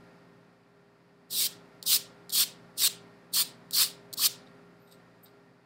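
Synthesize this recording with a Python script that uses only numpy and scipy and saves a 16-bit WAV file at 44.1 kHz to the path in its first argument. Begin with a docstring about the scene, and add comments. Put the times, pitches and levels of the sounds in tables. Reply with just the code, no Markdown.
"""A low hum of grooming equipment fills a small room, then a wire slicker brush is pulled close by.
It goes seven times through silky dog hair: filtered noise and tiny clicks swell into a hiss and fall away.
Some strokes start with a tick as the pins touch down; after the strokes, grainy noise rustles like a towel.
The hum is shaped noise plus unsteady tones, and faint wall echoes blur the close sounds.
A noise suppressor lets the hum up with each stroke and slowly sinks it in the pauses."""
import sys
import numpy as np
from scipy import signal
from scipy.fft import rfft, irfft, next_fast_len
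from scipy.io import wavfile
from scipy.ndimage import uniform_filter1d, map_coordinates

SR = 44100
rng = np.random.default_rng(int(sys.argv[2]) if len(sys.argv) > 2 else 0)


def wrap_up_sound(samples):
    """Save the sound to the file named by the first command line argument, as 16-bit audio."""
    columns = np.atleast_2d(samples).T
    # keep every value between -1 and 1, then stretch to whole-number steps
    tamed = np.clip(columns, -1, 1)
    steps = np.round(tamed * 32767).astype(np.int16)
    wavfile.write(sys.argv[1], SR, steps)


N = 249341
TOP_HZ = 15750  # upper limit of the sound

# Brush strokes. Columns: bite_s, rise_s (bite to full pull), hold_s, level_db (at full pull),
# swell_db (rise from the bite), shape (1 even, 2 early), fall_db_per_s (after release), grip (0 to 1)
BRUSH_STROKES = [ (1.308, 0.12, .040, -25.5, 10, 1.2, 1499, .05),
                 (1.864, .076, .025, -22, 9.5, 2, 1046, .45), (2.326, 0.09, 0.019, -22, 8, 2, 1298.5, .6),
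                 (2.779, 0.069, .028, -21.5, 11, 1, 2900.5, .7),
                 (3.338, 0.054, 0.029, -24, 3.5, 2, 1099, .9), (3.734, 0.081, .014, -21, 8, 1, 448, .95),
                 (4.175, 0.083, .010, -21, 16.5, 1.03, 1601.5, 0.9)]
EDGE_HZ, EDGE_GRIP_HZ = 1880, -950  # lower edge of the hiss with the pins sunk in, and its shift at full grip
HEAD_DB, HEAD_GRIP_DB = -31, 12  # brush head relative to the hiss at no grip, and its gain at full grip
RING_DB, RING_GRIP_DB = -19.5, 13  # the same for the ring of the pins
BRIGHT_DB = 4.5  # lift of the hiss's highest part against the rest
RECOVER_S = 0.091  # time the pins take to relax
BITE_DB, BITE_S = 4, 0.002  # extra jump in level as the pins catch, and its duration
ATTACK_DB_PER_S = 1900.5  # pins brushing in before the bite
EASE_DB_PER_S = 54  # the pull slackens while it is held


def brush(light_edge_hz=3500, last_edge_hz=1450, ring_hz=4420, head_delay_db=14, split_hz=6500,
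          snag_db=0.4, sink_share=0.85, touch_ring_db=-8):
    """Hairs slip off the pins; a deeper, firmer grip lowers the hiss's edge and brings in head and ring."""
    t = clock()
    hiss, ring, head = np.zeros((3, N))
    edge = []
    for bite, rise, hold, db, swell_db, shape, fall, grip in BRUSH_STROKES:
        full = bite + rise
        release = full + hold
        slack = np.clip((full - t) / rise, 0, 1)  # 1 at the bite, 0 at full pull
        early = np.maximum(bite - t, 0)
        late = np.maximum(t - release, 0)
        bite_drop_db = BITE_DB * np.minimum(early / BITE_S, 1)
        entering_db = bite_drop_db + ATTACK_DB_PER_S * early + swell_db * slack ** shape
        leaving_db = EASE_DB_PER_S * np.clip(t - full, 0, hold) + fall * late
        pull = amp(db - entering_db - leaving_db)
        hiss += pull
        ring += pull * amp(RING_DB + RING_GRIP_DB * grip)
        head += pull * amp(HEAD_DB + HEAD_GRIP_DB * grip - head_delay_db * slack ** 2)
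        deep_hz = EDGE_HZ + EDGE_GRIP_HZ * grip
        edge += [(bite, light_edge_hz), (bite + sink_share * rise, deep_hz)]
        edge += [(release, last_edge_hz), (release + RECOVER_S, light_edge_hz)]

    # single hairs snapping free stand out of a bed of smooth sliding
    hairs = flicks(rate=5500, scatter_db=1.5) + amp(-1) * rng.standard_normal(N)
    pins = unit(coloured(hairs, pin_colour))
    pins = unit(shifting(pins, np.interp(t, *np.transpose(edge))))

    # brighten the hiss above the split
    low_pass = signal.butter(3, min(split_hz, SR / 3), fs=SR, output="sos")
    low = signal.sosfiltfilt(low_pass, pins)
    pulled = amp(-BRIGHT_DB / 2) * low + amp(BRIGHT_DB / 2) * (pins - low)

    sing = ringing(ring_hz, width_hz=400)
    body = unit(coloured(flicks(rate=1500, scatter_db=4.5), head_colour))
    strokes = hiss * pulled + ring * sing + head * body
    touchdowns = touches() * (pins + amp(touch_ring_db) * sing)
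    snags = amp(snag_db * wobble(170))  # tufts catch and let go
    return snags * (strokes + touchdowns)


# Colour of hair flicking off the wire pins, before scaling. Columns: pitch_hz, level_db (per Hz)
PIN_SPECTRUM = [(600, -38), (1100, -25), (2000, -15), (2500, -8), (3000, -5), (3550, -1), (4400, 0.5),
                (5200, -1.5), (6500, -10.5), (8400, -3.5), (9800, -7), (11300, -13.5), (13100, -6),
                (15800, -10)]
# Narrow peaks and dips in the hiss of the pins. Columns: pitch_hz, width_hz, change_db
PIN_PEAKS_AND_DIPS = [(3810, 140, 4), (4900, 170, 1.5), (8560, 160, -4), (9700, 150, -3), (13300, 520, 0)]


def pin_colour(hz):
    """The broad bending resonances of the pins, with a few narrow peaks and dips."""
    return along(PIN_SPECTRUM, hz) + bumps(hz, PIN_PEAKS_AND_DIPS)


# Colour of the brush head's body, before scaling. Columns: pitch_hz, level_db (per Hz)
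HEAD_SPECTRUM = [(150, -63.5), (450, -22), (800, -20.5), (1000, -8.5), (1150, -2.5), (1350, -8.5),
                 (1800, -7.5), (3000, -38)]


def head_colour(hz):
    """The brush head's body favours the middle of the spectrum around 1 kHz."""
    return along(HEAD_SPECTRUM, hz)


def shifting(x, edge_hz, steepness=6, patchy_db=3.0):
    """Cut x below a moving edge; its colour drifts as other pins meet other hairs."""
    hz, t, z = signal.stft(x, SR, nperseg=512)
    edge = np.interp(t, clock(), edge_hz)
    high_pass = 1 / np.sqrt(1 + (edge / (hz[:, None] + 1)) ** (2 * steepness))
    drifting = z * high_pass * amp(patchy_db * patches(z.shape))
    return signal.istft(drifting, SR, nperseg=512)[1][:N]


# The brush touches down before a stroke. Columns: start_s, tick_db, graze_db
TOUCHDOWNS = [(1.828, -29, -45), (2.295, -33.5, -40.5), (3.710, -31, -50), (4.129, -32.5, -33)]
TICK_RISE_S, TICK_FALL_S = 0.0011, 0.0018
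GRAZE_AFTER_S, GRAZE_RISE_S, GRAZE_FALL_S = 0.009, 0.0076, 0.0073


def touches():
    """Strength of each touchdown: a sharp tick as the pins land, then a slower graze along the hair."""
    strength = np.zeros(N)
    for s, tick_db, graze_db in TOUCHDOWNS:
        strength += amp(tick_db) * swell(s, TICK_RISE_S, TICK_FALL_S)
        strength += amp(graze_db) * swell(s + GRAZE_AFTER_S, GRAZE_RISE_S, GRAZE_FALL_S)
    return strength


# The brush head judders as it catches on a tangle. Columns: peak_s, level_db
TANGLE_CATCHES = [(4.195, -37), (4.212, -41.5), (4.246, -41.5), (4.266, -44)]


def judder(head_hz=1180):
    """Each catch rings the brush head briefly."""
    knocks = sum(amp(db) * swell(s, rise=0.0042, fall=0.0078) for s, db in TANGLE_CATCHES)
    return knocks * ringing(head_hz, width_hz=130)


# Hands and tools on the towel. Columns: peak_s, level_db, length_s, brightness_db_per_octave
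TOWEL_RUSTLES = [(4.466, -58, .03, -15), (4.879, -62, 0.038, 1), (4.915, -52, 0.042, -0.5),
                 (5.236, -52, 0.04, 20), (5.258, -54, 0.034, -3.5)]
# Colour of the cloth before brightness and scaling. Columns: pitch_hz, level_db (per Hz)
CLOTH_SPECTRUM = [(2200, -19), (3200, -15), (4000, -7), (4900, -3), (6200, -20), (8300, -8), (10500, -26),
                  (13200, -11), (15500, -24)]
# The tools ring faintly as they slide. Columns: pitch_hz, width_hz, lift_db
TOOL_RESONANCES = [(3744, 300, 12.5), (8340, 550, 8), (13120, 700, 7)]
RUSTLE_RISE = 0.22  # rise time as a share of a rustle's length
# a thin, high swish as the brush is moved aside
WHISPER_S, WHISPER_DB, WHISPER_HALF_S, WHISPER_HZ = 4.85, -70, 0.075, 13350


def towel(crackle_db=3.0):
    """Sliding over cloth makes many tiny clicks, heard as soft, grainy rustles, with one thin swish."""
    fibres = flicks(rate=2400, scatter_db=0.5)
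    whisper = swell(WHISPER_S, WHISPER_HALF_S, WHISPER_HALF_S) * ringing(WHISPER_HZ, width_hz=1200)
    out = amp(WHISPER_DB) * whisper
    for s, db, length, tilt_db in TOWEL_RUSTLES:
        def rustle_colour(hz):
            """The cloth's colour tilted by brightness, plus tool resonances, with the top cut."""
            first_hz = CLOTH_SPECTRUM[0][0]
            tilted = [(f, level + tilt_db * np.log2(f / first_hz)) for f, level in CLOTH_SPECTRUM]
            return along(tilted, hz) + bumps(hz, TOOL_RESONANCES) - 60 * (hz > TOP_HZ)

        rustle = unit(coloured(fibres, rustle_colour))
        out += amp(db) * swell(s, RUSTLE_RISE * length, length) * rustle
    return out * unit(amp(crackle_db * wobble(200)))  # loops of the cloth catch one after another


# How long the room rings once its hold is over. Columns: pitch_hz, time_s (to fall 60 dB)
ROOM_FADE = [(300, 0.36), (1500, 0.35), (4000, .30), (9000, 0.2), (15000, 0.12)]
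# Colour the walls give to the wash. Columns: pitch_hz, gain_db
WALL_TONE = [(1000, -1), (2200, 2), (3000, 2), (4500, -1), (7000, 1.5), (13000, -6)]


def room(x, gap=0.0072, hold=0.052, patchy_db=1.5):
    """Countless wall echoes blur the sound into a diffuse wash that holds briefly and fades, treble first."""
    hz, t, z = signal.stft(x, SR, nperseg=256)
    age = t[t < 0.5]  # seconds since the sound left its source
    fade_s = along(ROOM_FADE, hz)[:, None]
    build_up = 1 - np.exp(-(age / gap) ** 2)
    linger = amp(-60 * np.maximum(age - hold, 0) / fade_s) ** 2 * build_up
    linger /= linger.sum(1).mean()

    # noise takes on the smeared power of the sound
    blurred = uniform_filter1d(abs(z) ** 2, size=9, axis=0)
    power = signal.fftconvolve(blurred, linger, axes=1)[:, :len(t)]
    noise = signal.stft(rng.standard_normal(N), SR, nperseg=256)[2]
    noise = noise * amp(patchy_db * patches(z.shape))
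    wash = noise * np.sqrt(abs(power) / np.mean(abs(noise) ** 2))
    wash = wash * amp(along(WALL_TONE, hz))[:, None]
    return signal.istft(wash, SR, nperseg=256)[1][:N]


# Colour of the rushing air, before scaling. Columns: pitch_hz, level_db (per Hz)
AIR_SPECTRUM = [(30, -48), (80, -24), (120, -7), (280, -5), (420, -11), (620, -9.5), (1000, -12),
                (1900, -16.5), (2500, -21), (3100, -27), (4900, -26), (5900, -35), (9300, -38.5),
                (14000, -44.5), (15500, -53.5)]
# Motor and fan tones. Columns: pitch_hz, level_db (relative to the drone, before flutter)
MOTOR_TONES = [(59, -25.5), (117, -15), (133, -14), (172.5, -7.5), (234, -16), (263, -12), (404, -6.5),
               (521, -15), (633, -17.5), (1384, -16.5), (1846, -18.5)]
DRONE_DB = -54  # reference level of the equipment


def equipment(air_db=-2.5, hum_db=0, drift=0.4, flutter_db=1.53):
    """Rushing air is shaped noise; motor tones are sines slightly unsteady in level and phase."""
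    t = clock()
    air = unit(coloured(rng.standard_normal(N), lambda hz: along(AIR_SPECTRUM, hz)))
    hum = np.zeros(N)
    for hz, db in MOTOR_TONES:
        level = np.sqrt(2) * amp(db + flutter_db * wobble(7.6))
        hum += level * np.sin(2 * np.pi * hz * t + drift * wobble(7.6))
    return amp(DRONE_DB) * (amp(air_db) * air + amp(hum_db) * hum)


# fully open above OPEN_DB in the band it listens to, at most DEPTH_DB down, closing slowly
LISTEN_HZ, OPEN_DB, DEPTH_DB, CLOSE_DB_PER_S = (2950, 9000), -53, 7.5, 11
START_DB = -1  # its gain at the outset, before smoothing


def suppressor(x, slope=1.0, window_s=0.03, opening_s=0.045):
    """Turns quiet passages down: treble opens it quickly, then it slowly closes again."""
    band = np.clip(LISTEN_HZ, 100, SR / 3)
    treble = signal.sosfilt(signal.butter(3, band, "bandpass", fs=SR, output="sos"), x[0])
    power = uniform_filter1d(treble ** 2, int(window_s * SR) + 1)
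    level_db = 10 * np.log10(abs(power) + 1e-12)
    wanted_db = np.clip(slope * (level_db - OPEN_DB), -DEPTH_DB, 0)
    wanted_db[0] = START_DB
    # the gain may jump up but falls no faster than the closing rate
    closing_db = CLOSE_DB_PER_S * clock()
    gain_db = np.maximum.accumulate(wanted_db + closing_db) - closing_db
    half = int(opening_s * SR / 2)
    return x * amp(uniform_filter1d(gain_db, 2 * half + 1, origin=half))  # the gain lags behind the sound


def ringing(hz, width_hz):
    """A resonance kept alive by friction: narrow noise about a pitch, rms 1."""
    smooth = signal.butter(2, width_hz / 2, fs=SR, output="sos")
    sway = signal.sosfilt(smooth, rng.standard_normal(N) + 1j * rng.standard_normal(N))
    turns = np.cumsum(hz * np.ones(N)) / SR
    return unit(np.real(sway * np.exp(2j * np.pi * turns)))


def flicks(rate, scatter_db):
    """Tiny random impulses of uneven size, rate a second on average, rms 1."""
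    happens = rng.random(N) < rate / SR
    sign = np.sign(rng.standard_normal(N))
    size = amp(scatter_db * np.clip(rng.standard_normal(N), -2, 2))
    return unit(happens * sign * size)


def swell(s, rise, fall):
    """A brief bump at time s, 20 dB down one rise before and one fall after."""
    t = clock() - s
    distance = np.where(t < 0, -t / rise, t / fall)
    return amp(-20 * np.minimum(distance ** 2, 10))


def coloured(x, gain_db):
    """x through a causal filter with the given dB against frequency."""
    m = next_fast_len(N + 8192, real=True)
    gain = np.maximum(amp(gain_db(np.fft.rfftfreq(m, 1 / SR))), 1e-6)
    # folding the cepstrum gives the filter minimum phase
    cep = irfft(np.log(gain), m)
    cep[1:m // 2] *= 2
    cep[m // 2 + 1:] = 0
    return irfft(rfft(x, m) * np.exp(rfft(cep)), m)[:N]


def bumps(hz, modes):
    """dB that a few narrow peaks (positive) or dips (negative) add to a spectrum."""
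    return sum(db / (1 + (2 * (hz - fc) / width) ** 2) for fc, width, db in modes)


def along(points, hz):
    """(Hz, value) points read on a log frequency axis."""
    f, v = np.transpose(points)
    return np.interp(np.log(hz + 1), np.log(f + 1), v)


def wobble(rate):
    """A smooth random curve, rate knots a second."""
    return map_coordinates(rng.standard_normal(int(N * rate / SR) + 4), [clock() * rate])


def patches(shape):
    """A random field of rms 1, smooth over a few bands and frames."""
    over_bands = uniform_filter1d(rng.standard_normal(shape), size=3, axis=0)
    return unit(uniform_filter1d(over_bands, size=5, axis=1))


def amp(db):
    """Decibels to gain."""
    return 10 ** (np.asarray(db) / 20)


def unit(x):
    """Scale to rms 1."""
    return x / np.sqrt(np.mean(x ** 2) + 1e-20)


def clock():
    """The time of every sample in seconds."""
    return np.arange(N) / SR


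def scene():
    """Close brushing and handling, the room's answer and the drone."""
    close = brush() + judder() + towel()
    return (close + amp(-17.0) * room(close) + equipment())[None]


def record(dry):
    """Turn quiet passages down, then cut steeply above the upper limit."""
    band_limit = signal.ellip(14, 0.1, 80, TOP_HZ, fs=SR, output="sos")
    return signal.sosfilt(band_limit, suppressor(dry))


dry = scene()
out = record(dry)
wrap_up_sound(out)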